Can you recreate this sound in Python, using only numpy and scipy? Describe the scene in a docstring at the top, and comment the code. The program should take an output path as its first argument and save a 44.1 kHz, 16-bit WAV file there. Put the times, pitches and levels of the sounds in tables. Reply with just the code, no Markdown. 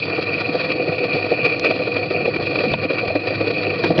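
"""On a rutted muddy track, a bicycle rolls slowly along, heard from a camera fixed to it.
Tyres and chain shake the frame and the camera housing, which ring at fixed pitches:
a hollow drone near 500 Hz and a bright ring near 2.5 kHz. The chain adds a thin whistle.
Bumps set off short rattles, the wheels thump into ruts, and stones and loose parts
tick against the bike. Wind rumbles underneath."""
import sys
import numpy as np
from scipy import signal
from scipy.fft import rfft, irfft
from scipy.io import wavfile
from scipy.ndimage import uniform_filter1d, minimum_filter1d

SR = 44100
rng = np.random.default_rng(int(sys.argv[2]) if len(sys.argv) > 2 else 0)


def wrap_up_sound(samples):
    """Save the sound to the file named by the first command line argument, as 16-bit audio."""
    columns = np.atleast_2d(samples).T
    # keep every value between -1 and 1, then stretch to whole-number steps
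    tamed = np.clip(columns, -1, 1)
    steps = np.round(tamed * 32767).astype(np.int16)
    wavfile.write(sys.argv[1], SR, steps)


N = 176400
TIME = np.arange(N) / SR
FREQS = np.maximum(np.arange(N + 1) * SR / (2 * N), 1)

# Overall tone of the body (frame and housing): frequency_hz, level_db
BODY_COLOUR = [(25, -27.5), (45, -27.5), (70, -18), (110, -3.5), (240, -3.5), (740, 4.5), (860, -16),
               (2150, -22.5), (2750, -16.5), (3050, -19.5), (3700, -25.5), (3900, -11), (4780, -15),
               (4980, -20), (5200, -27), (6300, -51.5), (7000, -61.5), (8200, -62), (9000, -73.5)]
# Pitches at which the body rings: pitch_hz, width_hz, boost_db
BODY_RESONANCES = [(101.3, 14, 15), (152, 75, 8.5), (305.6, 82, 13), (413, 110, 4), (491.2, 50.3, 14.5),
                   (610, 23, 2.5), (941, 120, 9.5), (1162.6, 128, 17), (1289, 54, 9), (1444, 180, 14),
                   (1884, 324, 17), (2364, 130, 6.5), (2469, 408, 25), (2473, 39, 4), (3254, 220, 10.5),
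                   (3483, 98, 11.5), (4560, 190, 6.5)]
# Edges of five bands, low to high (boom, thud, clatter, ring, sizzle): edge_hz
BAND_EDGES_HZ = [70, 220, 900, 2200, 3000, 11000]
# Rolling noise over time, before the offsets below: time_s, thud_db, clatter_db, ring_db, sizzle_db
ROLLING_LEVELS = [(0.0, -33.5, -41, -30, -32), (0.13, -29, -35.5, -30, -40), (0.26, -30, -37, -31.5, -36.5),
                  (0.76, -27.5, -40, -32.5, -40.5), (1.24, -27, -37, -28, -36.5),
                  (1.61, -29, -40, -32, -40.5), (1.78, -27.5, -39, -31, -38.5),
                  (2.25, -28, -39.5, -31, -40), (2.37, -26.5, -36.5, -30, -35),
                  (2.56, -28, -41.5, -36, -39.5), (2.71, -28.5, -39, -30, -40),
                  (2.93, -28.5, -35, -30, -37), (3.12, -28.5, -42, -32.5, -40),
                  (3.34, -28, -36.5, -29, -37), (3.49, -29, -39, -31.5, -38),
                  (3.69, -26.5, -39.5, -29, -38.5), (3.82, -27, -37.5, -32.5, -36),
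                  (4.0, -22, -36, -29.5, -38)]
# One row each for the rolling thud, clatter, ring and sizzle: offset_db, flutter_db
ROLLING_BANDS = [(2, 1.93), (1.1, 2.2), (0.78, 3), (-1.5, 2.5)]
# Brief changes in the rolling noise, nearly all of them dips: time_s, change_db
LULLS = [(.008, -1.5), (0.246, -1.5), (.436, -3), (0.759, 1.5), (0.858, -1.5), (0.967, -3.5), (1.079, -2.5),
         (1.278, -4), (1.612, -1), (1.9, -3), (2.09, -5.5), (2.314, -2.5), (2.38, -6.5), (2.767, -8),
         (2.803, -2.5), (2.875, -6.5), (3.19, -4.5), (3.225, -3), (3.814, -3.5), (3.945, -6)]
# Bumps that shake the bike: peak_s, decay_s, thud_pitch_hz, thud_db, clatter_db, ring_db
JOLTS = [(0.03, 0.0058, 433, -32, -51, -14), (0.065, 0.014, 301, -20, -42, -35),
         (0.135, 0.011, 481, -16, -42, -30), (0.187, 0.0088, 497.8, -12, -34, -33),
         (0.231, 0.0068, 315, -24, -34, -24), (0.292, 0.0063, 608, -21, -37, -17.5),
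         (0.341, 0.013, 257, -21, -29, -16), (0.385, 0.011, 506, -18, -31.5, -19.5),
         (0.411, 0.011, 532, -31, -23.5, -21), (0.456, 0.012, 423, -36, -42, -19.5),
         (0.496, 0.0097, 300, -14, -34, -22.5), (0.535, 0.0054, 520, -19, -31, -48),
         (0.554, 0.012, 484, -11, -27.5, -45), (0.608, 0.022, 507, -22.5, -25, -20.5),
         (0.652, 0.012, 497, -24, -27, -27), (0.705, 0.009, 474.4, -15.5, -30, -18.5),
         (0.721, 0.0052, 460, -28, -23, -14.5), (0.804, .011, 490, -12.5, -39.5, -20.5),
         (0.832, 0.015, 515.7, -17.5, -47, -44), (0.927, .009, 727, -17, -37, -24),
         (0.99, 0.0087, 505.4, -23.5, -32, -18.5), (1.015, 0.016, 391, -17, -45, -25),
         (1.043, 0.01, 479, -17.5, -27, -23.5), (1.149, 0.0076, 312, -13.5, -31, -20.5),
         (1.178, 0.014, 504, -16, -40, -36), (1.324, 0.013, 487.5, -6.5, -40, -38),
         (1.4525, 0.0097, 479, -13, -20, -9.5), (1.466, 0.014, 453.6, -16, -30, -17),
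         (1.5, 0.0083, 464, -35, -31, -18.5), (1.529, 0.016, 509.5, -18, -32, -16.5),
         (1.649, 0.01, 515, -12, -17.5, -15.5), (1.658, 0.0074, 628, -10, -30, -8.5),
         (1.667, 0.0098, 463, -14, -27, -14.5), (1.71, .008, 691.5, -10, -22, -14.5),
         (1.808, 0.012, 529, -15.5, -51, -49), (1.877, 0.01, 476, -13, -28.5, -29),
         (1.92, 0.0037, 296.5, -30, -39, -21.5), (1.968, 0.0052, 487, -17, -24.5, -13),
         (1.992, 0.024, 490, -16.5, -34.5, -36), (2.034, 0.0084, 433, -30, -37, -20.5),
         (2.112, 0.01, 424, -11.5, -27, -29), (2.152, 0.011, 431.4, -13.5, -42, -25),
         (2.213, 0.013, 484, -18, -35, -21.5), (2.259, 0.0057, 461.6, -13, -24.5, -15.5),
         (2.283, 0.011, 516.4, -8, -50.5, -48), (2.366, 0.0047, 357, -12.5, -26, -20),
         (2.475, 0.0072, 356, -17, -26.5, -17), (2.513, 0.0095, 284, -21, -31, -21),
         (2.559, 0.0088, 463, -14, -24, -18), (2.59, 0.0051, 475, -15, -25, -15.5),
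         (2.612, 0.014, 570, -15, -25, -24), (2.641, 0.0067, 485, -9.5, -26, -27),
         (2.655, 0.0105, 556, -19.5, -31, -23), (2.72, 0.0078, 482, -17.5, -29.5, -29),
         (2.74, 0.006, 598, -14, -41, -43), (2.839, 0.013, 513, -14.5, -32, -19.5),
         (2.857, 0.0066, 286, -17, -49, -36), (2.909, 0.011, 491.5, -11, -28, -28),
         (2.99, 0.01, 493, -21.5, -24.5, -17), (3.037, 0.01, 517, -13, -52, -46),
         (3.083, 0.0085, 374, -18, -26, -25), (3.108, 0.0059, 623, -12.5, -37, -27),
         (3.16, 0.0079, 618, -8.5, -28, -25), (3.172, .009, 478, -26, -44, -28),
         (3.278, 0.012, 482, -14.5, -25, -20.5), (3.31, 0.0081, 486, -15.5, -42, -26),
         (3.414, 0.015, 491.6, -11.5, -31, -24), (3.476, 0.0082, 475.4, -12, -28.5, -18),
         (3.509, 0.01, 496, -14, -26, -23), (3.635, 0.0082, 439, -19.5, -25.5, -23),
         (3.678, .014, 491.5, -15, -40, -26), (3.706, 0.0073, 349.7, -21.5, -28.5, -18.5),
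         (3.736, 0.011, 504, -24, -44, -42), (3.8, 0.0085, 486.3, -14.5, -43, -26),
         (3.844, 0.0066, 338.8, -7.5, -23.5, -26), (3.866, 0.012, 444, -17, -28.5, -22.5),
         (3.9095, 0.0068, 475, -2, -27, -43), (3.992, 0.012, 393.3, -4, -26, -22.5)]
# Added to every jolt's thud, clatter and ring: offset_db
JOLT_OFFSETS_DB = [-5.5, -4.5, -3.5]
# A wheel drops into a rut: peak_s, pitch_hz, level_db
THUMPS = [(0.895, 151.5, -21.5), (1.146, 157, -24), (1.318, 135, -29), (1.443, 150.9, -24.5),
          (2.404, 162, -27.5), (2.68, 229, -21.5), (2.747, 227, -26), (2.782, 130.3, -29.5),
          (3.083, 181, -24.5), (3.16, 302.6, -19), (3.856, 172.4, -25), (3.908, 154, -17.5),
          (3.992, 157, -15)]
# Stones and loose parts hit the bike: time_s, crack_db, knock_db, knock_pitch_hz, snap_db
TICKS = [(0.411, -37, -22, 4000, -79.5), (1.452, -29, -25, 2500, -40), (1.4545, -27, -26, 2505, -45),
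         (1.597, -13.5, -17, 3600, -41), (1.649, -17, -21, 1900, -43), (1.666, -32, -19.5, 1900, -55),
         (2.364, -34, -25, 1400, -80), (2.738, -25, -11.5, 3280, -79), (2.740, -34, -12.5, 925, -82),
         (3.157, -40, -18, 1790, -80), (3.411, -34, -20, 4100, -80), (3.839, -23, -12, 1700, -62),
         (3.845, -18, -8.5, 1720, -45), (3.98, -28, -14, 3300, -63), (3.990, -20, -8.5, 1655, -57)]
# Tone of a tick's sharp crack, lower knock and thin, high snap: frequency_hz, level_db
CRACK_COLOUR = [(500, -20), (2500, -22.5), (3500, 0.5), (4500, 0.5), (5500, -12), (6400, -24), (7100, -48),
                (12000, -70)]
KNOCK_COLOUR = [(60, -31), (400, -7), (700, -1), (930, 2), (1250, -8), (1700, -3), (2500, -8.5),
                (3300, -5.5), (4500, -14.5), (6000, -49), (7500, -75)]
SNAP_COLOUR = [(3000, -46.5), (6300, 6.5), (9800, -2), (11800, -11), (13000, -32)]
# Path of the whistle in the chain's hiss: time_s, pitch_hz
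WHISTLE_PITCH = [(0.0, 4480), (0.23, 4420), (0.26, 4080), (0.33, 4600), (0.41, 4100), (0.52, 4425),
                 (1.0, 4415), (1.1, 4300), (1.38, 4457), (1.87, 4210), (1.92, 4370), (2.21, 4470),
                 (2.27, 4250), (2.31, 4460), (2.75, 4320), (2.77, 4483), (2.91, 4130), (2.97, 4490),
                 (3.17, 4160), (3.31, 4610), (3.43, 4390), (3.54, 4480), (3.82, 4280), (3.93, 4460),
                 (4.0, 4140)]
# The deepest sounds over time, before their boosts: time_s, wind_db, boom_db
BASS_LEVELS = [(0.0, -63, -37), (0.65, -65, -36.5), (0.78, -65, -39), (1.05, -59.5, -37.5),
               (1.48, -61.5, -39), (2.22, -58.5, -35), (2.38, -48.5, -35.5), (2.67, -59, -35.5),
               (2.72, -39, -29), (2.92, -73, -39.5), (3.1, -42.5, -33), (3.22, -76, -40),
               (3.41, -48.5, -30), (3.44, -62, -35.5), (3.75, -64, -34.5), (3.96, -70, -34)]


def rolling(ground_db, boom_boost_db=3):
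    """Tyres and chain keep the body sounding; each band above the boom also flutters on its own."""
    boom, *bands = shaken_body()
    _, boom_db = over_time(BASS_LEVELS)
    out = from_db(boom_db + boom_boost_db) * steady(boom, window=3500)
    for band, db, (offset_db, flutter_db) in zip(bands, over_time(ROLLING_LEVELS), ROLLING_BANDS):
        level_db = db + offset_db + ground_db + flutter_db * wander(rate_hz=33.4)
        out += from_db(level_db) * steady(band, window=700)
    return out


def shaken_body():
    """Grit rings the frame and housing; gives boom, thud, clatter, ring and sizzle at equal strength."""
    resonances_db = sum(boost_db / (1 + (2 * (FREQS - pitch_hz) / width_hz) ** 2)
                        for pitch_hz, width_hz, boost_db in BODY_RESONANCES)
    sound = apply_colour(grit(), colour(BODY_COLOUR) + resonances_db)
    return [unit_level(signal.sosfiltfilt(band_filter(edges_hz, order=6), sound))
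            for edges_hz in zip(BAND_EDGES_HZ, BAND_EDGES_HZ[1:])]


def grit(grains_per_s=3200, spread_db=3.5, friction_gain=0.51):
    """Many tiny impacts of uneven size over a smooth rubbing noise."""
    sizes = from_db(spread_db * np.minimum(rng.exponential(1, N), 4))
    signs = rng.choice([-1, 1], N)
    hits = rng.random(N) < grains_per_s / SR
    return unit_level(sizes * signs * hits) + friction_gain * rng.standard_normal(N)


def ground_flutter(flutter_db=0.9, lull_s=0.014):
    """Uneven ground makes the level flutter and briefly dip; gives the change in dB."""
    lulls_db = sum(db * np.exp(-((TIME - time_s) / lull_s) ** 2) for time_s, db in LULLS)
    return lulls_db + flutter_db * wander(rate_hz=33.4)


def jolts(sizzle_offset_db=-7):
    """Bumps rattle the same body, some with a hollow thud, some with a bright ring."""
    _, thud, clatter, ring, sizzle = shaken_body()
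    _, _, _, *levels_db = np.transpose(JOLTS)
    envelopes = [jolt_envelope(db) for db in levels_db]
    thud_envelope, clatter_envelope, _ = envelopes
    # A thud is about half noise and half tone.
    thud = thud * (thud_envelope + 1e-6) + hollow_knocks(JOLTS, waver_hz=36.8)
    out = sizzle * clatter_envelope * from_db(sizzle_offset_db)
    for band, envelope, offset_db in zip((thud, clatter, ring), envelopes, JOLT_OFFSETS_DB):
        out += steady(band, window=300) * envelope * from_db(offset_db)
    return out


def jolt_envelope(levels_db):
    """How strongly the jolts shake one band at each moment."""
    out = np.zeros(N)
    for (peak_s, decay_s, *_), db in zip(JOLTS, levels_db):
        span, strength = bump(peak_s, decay_s)
        out[span] += from_db(db) * strength
    return out


def bump(peak_s, decay_s, hold_s=0.0027):
    """A bump swells, holds and dies away; gives the samples it covers and its strength there."""
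    span = slice(max(int((peak_s - 0.04) * SR), 0), int((peak_s + 0.15) * SR))
    before_s = np.maximum(peak_s - TIME[span] - hold_s / 2, 0)
    after_s = np.maximum(TIME[span] - peak_s - hold_s / 2, 0)
    rise_s = 0.69 * decay_s
    fade = (before_s / rise_s) ** 2 + after_s / decay_s
    return span, np.exp(-np.minimum(fade, 20))


def hollow_knocks(rows, waver_hz):
    """Each knock rings for a few cycles, wavering around a pitch of its own."""
    out = np.zeros(N)
    bend_hz = waver_hz * wander(rate_hz=62.3)
    for peak_s, decay_s, pitch_hz, db, *_ in rows:
        span, strength = bump(peak_s, decay_s)
        out[span] += from_db(db) * strength * tone(pitch_hz + bend_hz[span])
    return out


def rut_thumps(decay_s=0.013):
    """A wheel dropping into a rut makes a deep, short knock."""
    rows = [(peak_s, decay_s, pitch_hz, db) for peak_s, pitch_hz, db in THUMPS]
    return hollow_knocks(rows, waver_hz=18)


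def ticks(tick_decay_s=0.00077, knock_decay_s=0.0024, ring_boost_db=9):
    """Stones and loose parts hit the bike: a crack, a thin snap and a short, ringing knock."""
    crack_click, knock_click, snap_click = [apply_colour(signal.unit_impulse(N), colour(points))[:1024]
                                            for points in (CRACK_COLOUR, KNOCK_COLOUR, SNAP_COLOUR)]
    out = np.zeros(N + SR)
    for time_s, crack_db, knock_db, pitch_hz, snap_db in TICKS:
        knock = contact(knock_click, knock_decay_s)
        ring = signal.lfilter(*signal.iirpeak(pitch_hz, Q=5, fs=SR), knock)
        knock += from_db(ring_boost_db) * ring
        crack = contact(crack_click, tick_decay_s)
        snap = contact(snap_click, tick_decay_s)
        start = int((time_s - tick_decay_s) * SR)
        for hit, db in (crack, crack_db), (knock, knock_db), (snap, snap_db):
            out[start:start + len(hit)] += from_db(db) * hit / np.abs(hit).max()
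    return out[:N]


def contact(click, decay_s):
    """One hard touch: a very short burst of noise that takes on the tone of the click."""
    burst = steady(rng.standard_normal(1024), window=16) * np.exp(-TIME[:1024] / decay_s)
    return np.convolve(burst, click)


def chain_whistle(ground_db, base_db=-40.5, waver_hz=60.38):
    """The chain hisses in a narrow band, like a thin whistle whose pitch wanders."""
    pitch_hz = over_time(WHISTLE_PITCH)[0] + waver_hz * wander(rate_hz=18)
    flickering_tone = wander(rate_hz=89) * tone(pitch_hz)
    hiss = signal.sosfilt(band_filter([3800, 4950], order=4), flickering_tone)
    return from_db(base_db + ground_db) * steady(hiss, window=700)


def wind(boost_db=2.5):
    """Air buffets the housing: a deep, lumpy rumble."""
    rumble = signal.sosfilt(band_filter([42, 85], order=2), rng.standard_normal(N + SR))[SR:]
    wind_db, _ = over_time(BASS_LEVELS)
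    return from_db(wind_db + boost_db) * steady(rumble, window=3500)


def from_db(db):
    """Turn decibels into a number to multiply a sound by."""
    return 10 ** (np.asarray(db) / 20)


def unit_level(sound):
    """Scale a sound so that its average level (rms) is 1."""
    return sound / np.sqrt(np.mean(sound ** 2) + 1e-20)


def steady(sound, window):
    """Keep the level near 1, smoothing out swells longer than the window (in samples)."""
    power = uniform_filter1d(uniform_filter1d(sound ** 2, window), window)
    return sound / np.sqrt(np.abs(power) + 1e-20)


def wander(rate_hz, step=40):
    """A smooth random curve of typical size 1; a higher rate makes it move faster."""
    memory = np.exp(-2 * np.pi * rate_hz * step / SR)
    noise = rng.standard_normal(N // step + 2002)
    slow = signal.lfilter([1], [1, -2 * memory, memory ** 2], noise)[2000:]  # skip the settling
    return np.interp(np.arange(N) / step, np.arange(len(slow)), unit_level(slow))


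def tone(pitch_hz):
    """A pure tone of average level 1 that follows a moving pitch."""
    return np.sqrt(2) * np.sin(2 * np.pi * (np.cumsum(pitch_hz) / SR + rng.random()))


def over_time(rows):
    """Join a table's points with straight lines: one curve for each column after the time."""
    times_s, *columns = np.transpose(rows)
    return [np.interp(TIME, times_s, column) for column in columns]


def colour(points):
    """Join a table's points into a level in dB for every frequency."""
    frequency_hz, level_db = np.transpose(points)
    return np.interp(np.log(FREQS), np.log(frequency_hz), level_db)


def apply_colour(sound, curve_db):
    """Turn each frequency up or down; ringing follows a hit and never leads it (minimum phase)."""
    cepstrum = irfft(np.log(from_db(curve_db)))
    cepstrum[1:N] *= 2
    cepstrum[N + 1:] = 0
    return irfft(rfft(sound, 2 * N) * np.exp(rfft(cepstrum)))[:N]


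def band_filter(edges_hz, order):
    """A filter that keeps what lies between two frequencies; a higher order cuts more sharply."""
    return signal.butter(order, edges_hz, "band", fs=SR, output="sos")


def scene():
    """Everything reaches one microphone inside the housing."""
    ground_db = ground_flutter()
    bike = rolling(ground_db) + jolts() + rut_thumps() + ticks() + chain_whistle(ground_db)
    return (bike + wind())[None]


def record(dry, limit_db=-4.5, cutoff_hz=13200):
    """A fast limiter turns the hardest knocks down, then the highest treble is cut."""
    gain = np.minimum(1, from_db(limit_db) / (np.abs(dry) + 1e-9))
    gain = minimum_filter1d(gain, size=257)
    gain = uniform_filter1d(uniform_filter1d(gain, size=129), size=129)
    return signal.sosfilt(signal.cheby2(12, 70, cutoff_hz, fs=SR, output="sos"), dry * gain)


dry = scene()
out = record(dry)
wrap_up_sound(out)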